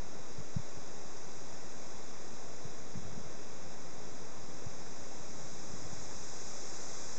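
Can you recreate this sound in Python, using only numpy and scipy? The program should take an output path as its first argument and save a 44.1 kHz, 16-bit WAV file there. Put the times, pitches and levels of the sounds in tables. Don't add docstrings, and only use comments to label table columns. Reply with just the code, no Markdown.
import sys
import numpy as np
from scipy import signal
from scipy.fft import rfft, irfft
from scipy.io import wavfile

SR = 44100
rng = np.random.default_rng(int(sys.argv[2]) if len(sys.argv) > 2 else 0)


def file_out(sig):
    cols = np.atleast_2d(sig).T
    lim = np.clip(cols, -1, 1)
    pcm = np.round(lim * 32767).astype(np.int16)
    wavfile.write(sys.argv[1], SR, pcm)


N = 316638
TIME = np.arange(N) / SR
FREQS = np.fft.rfftfreq(N, 1 / SR)

# pitch_hz, relative_level_db
TREETOP_SPECTRUM = [(20, -17.5), (100, -9.5), (200, -1), (300, 0.5), (450, 1), (650, -1.5), (900, -4.5),
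                    (1500, -10), (2300, -12.5), (3800, -12.5), (6500, -14), (8500, -47.5)]
# pitch_hz, relative_level_db
RUMBLE_SPECTRUM = [(10, -27), (30, -14.5), (60, -3), (110, 0.5), (170, -0.5), (260, -9.5), (500, -27.5),
                   (2000, -60.5)]
# peak_s, length_s, level_db
AIR_PUFFS = [(3.08, 0.24, -49.5), (3.68, 0.067, -53.5), (4.555, 1, -59.5), (5.8, 0.92, -56.5)]
# middle_s, level_db, pitch_hz
AIR_SWIRLS = [(0.388, -35.5, 130), (0.407, -37.5, 136), (.569, -23.5, 137), (0.597, -35.5, 118),
              (0.776, -42, 121), (2.657, -36, 134), (2.958, -36.5, 161), (2.978, -37, 153),
              (3.179, -36, 182), (4.67, -35.5, 113), (5.739, -36.5, 144), (5.855, -39.5, 112),
              (5.934, -40, 158)]
# pitch_hz, relative_level_db
LEAF_SPECTRUM = [(200, -22), (700, -8), (2000, -11), (3000, -13), (3900, -7.5), (4700, -3), (5400, 0),
                 (6300, 1.3), (7200, -1.1), (7700, -5), (8300, -12.5), (8700, -23.5), (9100, -43.5)]
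# peak_s, length_s, rise_db
BIRCH_GUSTS = [(1.698, 2.7, 2.5), (7.3, 4.34, 10)]
# pitch_hz, width_hz
TREBLE_NOTCHES = [(3002, 900), (4398, 860), (8000, 660)]


def gain_of(db):
    return 10 ** (np.asarray(db) / 20)


def unit_level(sound):
    return sound / np.sqrt(np.mean(sound ** 2) + 1e-20)


def with_tone(sound, spectrum):
    hz, db = np.transpose(spectrum)
    curve_db = np.interp(np.log(FREQS + 1), np.log(hz), db)
    return unit_level(irfft(rfft(sound) * gain_of(curve_db), N))


def band(sound, hz, width_hz):
    bell = np.exp(-2 * ((FREQS - hz) / width_hz) ** 2)
    return unit_level(irfft(rfft(sound) * bell, N))


def wander(rate_hz):
    return band(rng.standard_normal(N), 0, 2 * rate_hz)


def swell(peak_s, length_s):
    return np.exp(-(2 * (TIME - peak_s) / length_s) ** 2)


def wind(calm_db=-59):
    return calm_db + sum(rise_db * swell(peak_s, length_s) for peak_s, length_s, rise_db in BIRCH_GUSTS)


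def camera_whine(pitch_hz=2343, level_db=-83.0):
    return gain_of(level_db) * unit_level(np.sin(2 * np.pi * pitch_hz * TIME))


def far_treetops(wind_db, level_db=-51, gust_share=0.054, moan_hz=420, moan_relative_db=-16):
    roar = with_tone(rng.standard_normal(N), TREETOP_SPECTRUM)
    moan = gain_of(moan_relative_db) * band(rng.standard_normal(N), moan_hz, width_hz=30)
    rise_db = gust_share * (wind_db - wind_db.mean())
    return gain_of(level_db + rise_db) * (roar + moan)


def air_rumble(draught_db=-60.5, wobble_db=0.5):
    puff_power = sum(gain_of(db) ** 2 * swell(peak_s, length_s) for peak_s, length_s, db in AIR_PUFFS)
    loudness = np.sqrt(gain_of(draught_db) ** 2 + puff_power)
    lumps = gain_of(wobble_db * wander(rate_hz=21))
    low_noise = with_tone(rng.standard_normal(N), RUMBLE_SPECTRUM)
    return loudness * unit_level(low_noise * lumps)


def air_thuds(fade_cycles=0.64):
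    thuds = np.zeros(N)
    for middle_s, level_db, pitch_hz in AIR_SWIRLS:
        near = abs(TIME - middle_s) < .04
        cycles = (TIME[near] - middle_s) * pitch_hz
        fade = np.exp(-(cycles / fade_cycles) ** 2)
        thuds[near] += gain_of(level_db) * np.sin(2 * np.pi * cycles) * fade
    return thuds


def leafy_twig(wind_db, usual_touches_per_s=9000, flutter_db=0.34, flutter_hz=22):
    touches_per_s = usual_touches_per_s * gain_of(wind_db - wind_db.mean())
    strengths = rng.standard_normal(N)
    touching = rng.random(N) < touches_per_s / SR
    ticks = strengths * touching / np.sqrt(touches_per_s)
    return ticks * gain_of(flutter_db * wander(flutter_hz))


def near_birch(wind_db, boost_db=2.1, twigs=12, top_hz=9100):
    pitches_hz = np.linspace(0, top_hz, twigs)
    rustle = sum(band(leafy_twig(wind_db), hz, width_hz=2500) for hz in pitches_hz)
    return gain_of(wind_db + boost_db) * with_tone(rustle, LEAF_SPECTRUM)


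def scene():
    wind_db = wind()
    trees = far_treetops(wind_db) + near_birch(wind_db)
    return (trees + air_rumble() + air_thuds() + camera_whine())[None]


def record(dry):
    cutoff_hz, offset = 9100, -.0369
    for pitch_hz, width_hz in TREBLE_NOTCHES:
        notch = signal.iirnotch(pitch_hz, pitch_hz / width_hz, SR)
        dry = signal.lfilter(*notch, dry)
    low_pass = signal.firwin(511, cutoff_hz, window=("kaiser", 9), fs=SR)
    return offset + signal.oaconvolve(dry, low_pass[None], "same")


dry = scene()
out = record(dry)
file_out(out)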